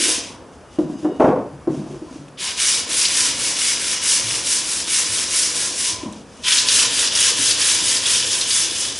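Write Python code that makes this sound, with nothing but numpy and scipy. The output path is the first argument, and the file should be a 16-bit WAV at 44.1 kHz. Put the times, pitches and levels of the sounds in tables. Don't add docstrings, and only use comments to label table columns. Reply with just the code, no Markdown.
import sys
import numpy as np
from scipy import signal
from scipy.fft import rfft, irfft
from scipy.io import wavfile
from scipy.ndimage import uniform_filter1d

SR = 44100
rng = np.random.default_rng(int(sys.argv[2]) if len(sys.argv) > 2 else 0)


def pcm_store(signal):
    levels = np.round(np.clip(np.atleast_2d(signal), -1, 1) * 32767)
    wavfile.write(sys.argv[1], SR, levels.astype(np.int16).T)


def linear_from_db(decibels):
    return 10 ** (np.asarray(decibels, float) / 20)


N = 396459
T = np.arange(N) / SR
HZ = np.fft.rfftfreq(N, 1 / SR)
SWAP_S = 6.2


def level(x, db):
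    return x * linear_from_db(db) / np.sqrt(np.mean(x ** 2))


def along(points, hz):
    f, v = np.transpose(points)
    return np.interp(np.log(hz + 1), np.log(f), v)


def shape(x, gain):
    return irfft(rfft(x) * gain, N)


def bump(hz, width_hz):
    return 1 / (1 + 2j * (HZ - hz) / width_hz)


def modes(table):
    return sum(linear_from_db(db) * bump(hz, width_hz) * (-1) ** k for k, (hz, width_hz, db) in enumerate(table))


def band_noise(noise, order, low_hz, high_hz):
    sos = signal.butter(order, [low_hz, high_hz], "band", fs=SR, output="sos")
    return signal.sosfilt(sos, noise)


def walk(rate):
    k = int(SR / rate)
    return uniform_filter1d(np.repeat(rng.standard_normal(N // k + 1), k), k)[:N]


def add(track, s, sound):
    i = int(s * SR)
    track[i:i + len(sound)] += sound[:N - i]


def grit(per_s, scatter_db):
    hits = rng.random(N) < per_s / SR
    return hits * rng.standard_normal(N) * linear_from_db(scatter_db * rng.exponential(size=N))


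def swells(rows, power, lag_s=0.):
    out = np.zeros(N)
    for s, db, rise_s, fall_s in rows:
        rise_s = rise_s + lag_s
        peak_s = s + lag_s
        i = slice(max(int((peak_s - rise_s) * SR), 0), int((peak_s + fall_s) * SR))
        late = T[i] - peak_s
        speed = np.abs(np.cos(np.pi / 2 * late / np.where(late < 0, rise_s, fall_s)))
        out[i] += linear_from_db(2 * db) * speed ** (2 * power)
    return uniform_filter1d(np.sqrt(out), size=200)


# (time of top speed [s], rasp level [dB], rise [s], fall [s], pressure [dB])
BATTEN_STROKES = [(0.07, -24.5, 0.15, 0.16, -5), (2.465, -33.5, 0.09, 0.14, -4),
                  (2.689, -22.5, 0.15, 0.2, 0), (3.022, -21.5, 0.17, 0.088, -0.5),
                  (3.205, -21.5, 0.19, 0.19, 1), (3.47, -25.5, 0.17, 0.15, 0),
                  (3.665, -21.5, 0.13, 0.14, 0), (3.907, -25.5, 0.19, 0.13, 0.5),
                  (4.12, -21, 0.13, 0.14, -1), (4.33, -26, 0.17, 0.17, -0.5),
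                  (4.528, -22, 0.12, 0.13, -1.5), (4.75, -26.5, 0.21, 0.16, -0.5),
                  (4.966, -21.5, 0.12, 0.14, 0), (5.189, -24.5, 0.19, 0.14, -0.5),
                  (5.397, -21, 0.14, 0.16, -1.5), (5.623, -25, 0.157, 0.17, -1),
                  (5.846, -25.5, 0.13, 0.14, -4)]
# (time of top speed [s], rasp level [dB], rise [s], fall [s], pressure [dB])
BLOCK_STROKES = [(6.559, -20, 0.118, 0.11, 3), (6.769, -18, 0.14, 0.15, 2), (7.02, -22, 0.18, 0.12, 2),
                 (7.243, -19, 0.15, 0.14, 2), (7.472, -21, 0.16, 0.14, 0.5), (7.69, -19.5, 0.15, 0.17, 1.5),
                 (7.907, -21.5, 0.14, 0.15, -0.5), (8.129, -20.5, 0.14, 0.15, 1),
                 (8.366, -25, 0.21, 0.15, 0.5), (8.574, -22, 0.14, 0.15, -1.5), (8.819, -28, 0.26, 0.18, 0),
                 (9.006, -32, 0.09, 0.14, -3)]
# (time [s], rasp level [dB], rise [s], fall [s], pressure [dB])
PUSHES = [(.06, -27.5, 0.11, 0.14, 5), (2.46, -29.5, 0.089, 0.047, 3.5), (2.51, -35, 0.064, 0.045, 9.5),
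          (5.89, -34.5, 0.072, 0.056, 8.5), (2.63, -24, 0.056, 0.19, 1.5), (3.05, -26.5, 0.055, 0.024, 0),
          (3.2, -24.5, 0.062, 0.054, -8), (4.11, -27.5, 0.037, 0.088, -8), (5.87, -42, 0.064, 0.021, -4),
          (6.5, -24, 0.066, 0.1, 5), (8.82, -30.5, 0.044, 0.022, -11)]


def strokes(db, strength, power, share, lag_s, block_db):
    usual_db = -22
    rows = []
    for s, rasp_db, rise_s, fall_s, press_db in BATTEN_STROKES + BLOCK_STROKES + PUSHES:
        peak_db = usual_db + db + strength * (rasp_db - usual_db) + share * press_db
        rows.append((s, peak_db + block_db * (s > SWAP_S), rise_s, fall_s))
    return swells(rows, power, lag_s)


# (frequency [Hz], density [dB per Hz])
RASP_BATTEN = [(35, -47), (60, -33), (103, -14), (178, -16.5), (203, -13.5), (329, -5.5), (409, -13),
               (487, -8), (780, -18), (999, -10), (1220, -14.5), (2970, -6), (4210, -2), (5240, -1),
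               (11000, -3), (14300, -45), (22000, -120)]
# (frequency [Hz], density [dB per Hz])
RASP_BLOCK = [(35, -46), (60, -15), (101, -8.5), (182, -15.5), (288, -7), (436, -9), (476, -5),
              (780, -16.5), (978, -8), (1220, -15), (1720, -10), (2050, -9.5), (3460, -2.5), (5970, 0),
              (11000, -1.5), (14300, -46), (22000, -120)]
# (frequency [Hz], width [Hz], level [dB])
BATTEN = [(2193, 310, -6), (2900, 115, -1.5), (3460, 190, -6.5), (5170, 390, -5.5), (5910, 490, -2.5)]
# (frequency [Hz], width [Hz], level [dB])
BLOCK = [(1675, 79, -17), (2990, 160, 0.5), (3460, 59, 3), (5060, 320, 5), (5300, 680, 3), (6400, 400, 1)]
# (level [dB], strength share
# [1], speed power [1], pressure share [1], lag [s], extra on block [dB])
RASP_LAW = (-0.22, 1.06, 1.32, -0.28, 0.016, 0.19)
HISS_LAW = (1.37, 1.16, 1.51, -0.54, -0.012, -0.48)
BOARD_LAW = (-5, 0.7, 0.65, 0.79, -0.0233, 2)
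BODY_LAW = (-8, 0.93, 1, 0.8, -0.01, 1.5)
RUMBLE_LAW = (-17, 1, 1.06, -0.07, 0.28, -1)


def sanding():
    fine = grit(30000, .8) * linear_from_db(.6 * walk(60) + .8 * walk(150))
    coarse = grit(800, 1.8) * linear_from_db(3 * walk(14))
    woods = []
    for spectrum, wood in ((RASP_BATTEN, BATTEN), (RASP_BLOCK, BLOCK)):
        hiss = level(shape(fine, linear_from_db(along(spectrum, HZ))), 0.25)
        pings = level(shape(coarse, modes(wood)), -10)
        woods.append(hiss + pings)
    rasp = np.where(T < SWAP_S, *woods)
    low, body, middle, high = (1 / (1 + (HZ / edge_hz) ** 8) for edge_hz in (1164, 2420, 4460, 7100))
    layers = [(high - middle, -.8, RASP_LAW), (1 - high, -.6, HISS_LAW), (middle - body, -1.4, BOARD_LAW),
              (body - low, -2.5, BODY_LAW), (low, -3.5, RUMBLE_LAW)]
    out = np.zeros(N)
    for band, db, law in layers:
        flicker = linear_from_db(.7 * walk(30))
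        out = out + level(shape(rasp, band), db) * strokes(*law) * flicker
    return out


# (time [s], peak level [dB], frequency [Hz])
CATCHES = [(2.4058, -22, 4940), (2.5754, -16, 3640), (2.6168, -4, 5370), (2.91, -15, 7610),
           (3.014, -1, 5300), (3.0499, 3.5, 4670), (3.118, -10, 6220), (3.17, -1, 5840), (3.203, -1, 5070),
           (3.5896, -9, 6260), (4.4686, -7, 5300), (6.4582, -10, 3350), (6.4814, 1, 5170), (6.521, 5, 3480),
           (6.5816, 5, 4400), (6.6849, 4.5, 4700), (6.79, -2, 3100), (6.825, -3, 2900), (6.9896, 1, 6660),
           (7.0722, 1, 4670), (7.1504, 0, 5300), (7.5092, 3.5, 4340), (7.614, -1, 5100), (7.6943, -3, 5590),
           (7.8819, -9, 6840), (7.9647, -1, 4930), (8.057, -3, 3550), (8.1363, -3, 5590),
           (8.3294, -3.5, 5260), (8.411, 0, 4400), (8.428, -8, 3460), (8.506, 1, 4400)]


def catches():
    out, t = np.zeros(N), T[:SR // 20]
    for s, db, hz in CATCHES:
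        tear = rng.standard_normal(len(t))
        pitched = level(band_noise(tear, 2, hz * 0.86, hz * 1.14), 0)
        wide = level(band_noise(tear, 2, 2900, 6600), 1.5)
        envelope = (1 - np.exp(-t / 0.0014)) * np.exp(-t / 0.0084)
        add(out, s, level((pitched + wide) * envelope, db - 23.0))
    return out


def flecks(count=600):
    out, t = np.zeros(N), T[:SR // 40]
    low_hz, high_hz, peak_s = 3000, 7500, .0013
    for when, pitch, size, slide in rng.random((count, 4)):
        hz = low_hz * (high_hz / low_hz) ** pitch * (1 + 8 * (slide - .5) * t)
        envelope = t / peak_s * np.exp(1 - t / peak_s)
        add(out, when * T[-1], linear_from_db(7.5 * size) * np.sin(2 * np.pi * hz * t) * envelope)
    return out * strokes(db=-4, strength=1, power=1.3, share=0, lag_s=0, block_db=4)


# (level [dB], strength share [1], speed power [1], pressure share [1], lag [s], extra on block [dB])
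SING_LAW = (-25, 1.1, 3.5, 1.5, 0.07, -5)
# (time [s], level [dB], rise [s], fall [s])
SING_SWELLS = [(2.11, -52, .06, .05), (2.47, -38, 0.07, 0.074), (5.9, -44, 0.1, 0.1),
               (6.03, -45, 0.06, 0.1), (6.47, -43, 0.04, 0.07), (7.81, -44, 0.076, 0.1)]


def singing():
    hz = 1010 * (1 + 0.01184 * walk(25))
    steady = np.sin(2 * np.pi * np.cumsum(hz) / SR) * linear_from_db(2.2 * walk(40))
    rough = shape(grit(3000, 0.96), bump(997, 70))
    drive = np.hypot(strokes(*SING_LAW), swells(SING_SWELLS, 0.84))
    return (level(rough, -0.5) + level(steady, -2.0)) * drive


def ring(table, t):
    out = np.zeros(len(t))
    for hz, db, t60_s in table:
        detuned_hz = hz * (1 + 0.022 * rng.standard_normal())
        out = out + linear_from_db(db) * np.sin(2 * np.pi * detuned_hz * t) * 1000. ** (-t / t60_s)
    return out


# (time [s], peak level [dB], loudest mode [Hz], hardness [dB], t60 [s])
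KNOCKS = [(0.085, -19.5, 328, -3, 0.049), (0.179, -23, 272, -8, 0.029), (0.787, -2.5, 314, -19, 0.041),
          (1.048, -6, 308, -11, 0.048), (1.2, -2, 315, -4, 0.032), (1.203, -1, 665, -5, 0.024),
          (1.219, -8, 500, 1.5, 0.042), (1.244, -1.5, 281, -2.5, 0.011), (1.279, -4.5, 330, -6, 0.042),
          (1.329, -8, 478, -13, 0.066), (1.36, -12.5, 420, -7, 0.042), (1.389, -16, 280, -4.5, 0.029),
          (1.674, -4, 329, -16.5, 0.04), (1.861, -24.5, 318, -7, 0.032), (1.938, -22, 344, -10, 0.05),
          (1.288, -6, 258, -4.5, 0.02), (6.109, -38, 220, -12, 0.081)]
# (time [s], peak level [dB], frequency [Hz])
BOUNCES = [(0.0, -17, 320), (0.026, -20, 285), (0.056, -16.5, 320), (0.25, -38, 247), (0.812, -20, 310),
           (0.872, -21, 300), (0.859, -20, 265), (0.898, -13, 273), (0.935, -19, 290), (1.029, -19, 328),
           (1.068, -22, 300), (1.09, -13, 345), (1.119, -17, 434), (1.706, -20, 249), (1.745, -16, 292),
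           (1.795, -17, 236), (1.815, -20, 300), (1.905, -22, 350), (2.11, -25, 260), (2.02, -19.5, 322),
           (2.157, -23, 291), (6.032, -18, 316), (6.06, -17, 224), (6.156, -26, 252), (6.982, -29, 455),
           (7.318, -29, 474), (7.36, -27, 300), (7.39, -27, 310), (7.818, -26, 310), (8.242, -30, 498),
           (8.714, -29, 296)]
# (frequency [Hz], level [dB], t60 [s])
BENCH = [(211, -9, 0.064), (266, -5, 0.052), (420, -3, 0.026), (488, -11, 0.064), (614, -5, 0.028),
         (718, -15, 0.036), (993, -15.5, 0.036), (1255, -30, 0.025)]
# (frequency [Hz], level [dB])
WOOD = [(450, 5), (620, 6), (800, 1.5), (1100, -1), (1500, -10.5), (2100, -16), (3500, -32)]


def knocks():
    out, t = np.zeros(N), T[:SR // 3]
    bounce_hard_db, bounce_t60_s = -22, 0.032
    bounces = [(*row, bounce_hard_db, bounce_t60_s) for row in BOUNCES]
    for s, db, hz, hard_db, t60_s in sorted(KNOCKS + bounces):
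        settling = 0.24 + 0.93 / (1 + (t / 0.016) ** 6)
        swell = (t / 0.0062) ** 2 / (1 + (t / 0.005) ** 2) * settling
        low = 0.29 * ring(BENCH, t) * (1 - np.exp(-t / 0.0062))
        low = low + ring([(hz, 0, 1.47 * t60_s)], t) * swell
        stack = [(f, along(WOOD, f) + 0.36 * rng.standard_normal(), 0.11 * (500 / f) ** 0.24)
                 for f in np.geomspace(450, 3800, num=30)]
        clatter = ring(stack, t) * (1 - np.exp(-t / 0.0021))
        crack = uniform_filter1d(rng.standard_normal(len(t)), size=5)
        crack = crack * np.exp(-t / 0.003) * (1 - np.exp(-t / 0.0022))
        blow = low / np.abs(low).max() + linear_from_db(hard_db - 9.5) * clatter + linear_from_db(hard_db - 10.0) * crack
        add(out, max(s - .0015, 0), linear_from_db(db - 3.5) * blow)
    return out


# (time [s], peak level [dB], frequency [Hz])
THUMPS = [(0.847, -24, 155), (1.288, -20.5, 152), (1.536, -28, 139), (1.7, -20, 146.4), (1.78, -21, 142.4),
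          (2.198, -30, 150), (4.248, -27.5, 113), (5.099, -32.5, 106), (5.547, -39, 121),
          (5.936, -31, 94.5), (6.07, -35, 107), (6.697, -38, 109), (7.399, -31, 116), (8.269, -37, 103),
          (8.75, -38, 104)]


def thumps():
    out, t = np.zeros(N), T[:SR // 3]
    for s, db, hz in THUMPS:
        onset = 1 - np.exp(-(t / 0.007) ** 2)
        add(out, s - .01, linear_from_db(db - 1.0) * ring([(hz, 0, .2)], t) * onset)
    return out


# (frequency [Hz], width [Hz], level [dB])
SLIDE = [(2600, 1900, 1), (6200, 1350, 2), (9150, 1700, -9.5)]
# (time [s], level [dB],
# rise [s], fall [s])
SLIDES = [(.54, -50, .03, .04), (.75, -45.5, .06, .04), (.8, -43.5, 0.025, 0.089), (.91, -47, .05, 0.075),
          (1.0, -44.5, 0.041, .14), (1.165, -50, .03, .03), (1.22, -42, 0.041, 0.16),
          (1.75, -43, 0.1, 0.16), (1.91, -45.5, 0.11, 0.18), (2.15, -47, 0.23, 0.18),
          (6.17, -42.5, 0.2, 0.11), (6.4, -43, 0.21, 0.17), (2.14, -46, .015, .08), (6.46, -25, 0.051, .03)]
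# (time [s], level [dB], rise [s], fall [s])
TRAILS = [
    (.13, -25.5, .1, 0.4),
    (5.94, -29.5, 0.099, 0.29),
]


def rubbing():
    gain = (0.38 + np.abs(modes(SLIDE))) / (1 + (1700 / (HZ + 1)) ** 4)
    rub = shape(grit(12000, 0.9), gain)
    return level(rub, -3.5) * np.hypot(swells(SLIDES, 1.9), swells(TRAILS, 5.1))


# (frequency [Hz], width [Hz], level [dB])
SQUEAK_LOW = [(2900, 110, 0), (3750, 130, -4)]
# (frequency [Hz], width [Hz], level [dB])
SQUEAK_HIGH = [(4950, 100, 0), (6350, 260, -3), (7600, 200, -4)]
# (time [s], level [dB], rise [s], fall [s], upper modes extra [dB])
SQUEAKS = [(.76, -65, .14, .1, -6), (.9, -65, .27, 0.29, 2), (1.0, -70, .1, .1, 10),
           (1.12, -57, 0.099, 0.17, -10)]


def squeaks():
    out = np.zeros(N)
    for upper, table in enumerate((SQUEAK_LOW, SQUEAK_HIGH)):
        rows = [(s, db + upper * up_db, rise_s, fall_s) for s, db, rise_s, fall_s, up_db in SQUEAKS]
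        out = out + level(shape(grit(12000, 1.2), modes(table) ** 2), 3) * swells(rows, 0.95)
    return out


# (time [s], peak level [dB], frequency [Hz])
TICKS = [(0.788, -30, 3300), (1.049, -40, 1400), (1.2012, -36, 7000), (1.6736, -44, 4000),
         (2.1266, -35, 4500), (2.2827, -36, 2700), (2.2835, -42, 7500), (6.125, -29, 6500),
         (6.132, -32, 3300), (6.3689, -37, 4200)]


def ticks():
    out, t = np.zeros(N), T[:SR // 20]
    for s, db, hz in TICKS:
        burst = rng.standard_normal(len(t)) * np.exp(-t / 0.004)
        tick = band_noise(burst, 1, hz * 0.7, hz * 1.4)
        add(out, s, linear_from_db(db) * tick / np.abs(tick).max())
    return out


# (frequency [Hz], t60 [s])
ROOM_T60 = [(100, 0.78), (400, 0.45), (1500, 0.54), (5000, 0.34), (11000, 0.079)]


def echoes():
    t, tail = T[:SR], 0
    for hz in 60 * 2. ** np.arange(8):
        octave = band_noise(rng.standard_normal(SR), 2, hz / np.sqrt(2), hz * np.sqrt(2))
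        tail = tail + octave * 1000. ** (-t / along(ROOM_T60, hz))
    tail = tail * (1 - np.exp(-t / 0.0035))
    return tail / np.sqrt(np.sum(tail ** 2))


def room(x, wet_db, count=4):
    shares = np.array([walk(4.5) for _ in range(count)])
    shares = shares / np.sqrt(np.sum(shares ** 2, axis=0))
    return linear_from_db(wet_db) * sum(signal.fftconvolve(x * share, echoes())[:N] for share in shares)


# (frequency [Hz], density [dB per Hz])
HUM = [(15, -68), (25, -23), (64, -3), (131, -7.5), (247, -4.5), (319, -7.5), (492, -7), (778, -12),
       (907, -13.5), (1260, -15.5), (3970, -30), (4400, -26), (11000, -33.5), (14300, -80), (22000, -120)]


def hum():
    noise = shape(rng.standard_normal(N), linear_from_db(along(HUM, HZ)))
    return level(noise, -43.5) * linear_from_db(0.3 * walk(2.55))


# (frequency [Hz], level under mid [dB])
SIDE_DB = [(30, -28), (100, -22.5), (400, -20), (1400, -21), (3000, -25), (6000, -17.5), (11000, -15)]


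def scene():
    rasp = sanding() + catches() + flecks() + rubbing() + squeaks() + ticks() + singing()
    wood = knocks() + thumps()
    mid = rasp + room(rasp, -10.5) + wood + room(wood, -8) + hum()
    side = room(rasp + 0.46 * wood, 0.24, count=2) + linear_from_db(5.0) * hum()
    side = shape(side, linear_from_db(along(SIDE_DB, HZ)))
    return np.array([(mid + side) * linear_from_db(0.94), (mid - side) * linear_from_db(0.35)])


def top_cut(x):
    return signal.sosfilt(signal.butter(12, 12370, fs=SR, output="sos"), x)


# (frequency [Hz], width [Hz], depth [0-1])
NOTCH = [(4280, 740, 0.34), (6960, 3900, 0.21), (2075, 330, 0.35)]


def record(dry):
    top_hz = 11035
    housing = np.prod([1 - depth * np.abs(bump(hz, width_hz)) ** 2 for hz, width_hz, depth in NOTCH], axis=0)
    soft = np.tanh(1.1 * np.array([shape(ch, housing) for ch in dry])) / 1.1
    cut = np.array([shape(ch, 1 / (1 + (HZ / top_hz) ** 800)) for ch in soft])
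    return top_cut(cut)


dry = scene()
out = record(dry)
pcm_store(out)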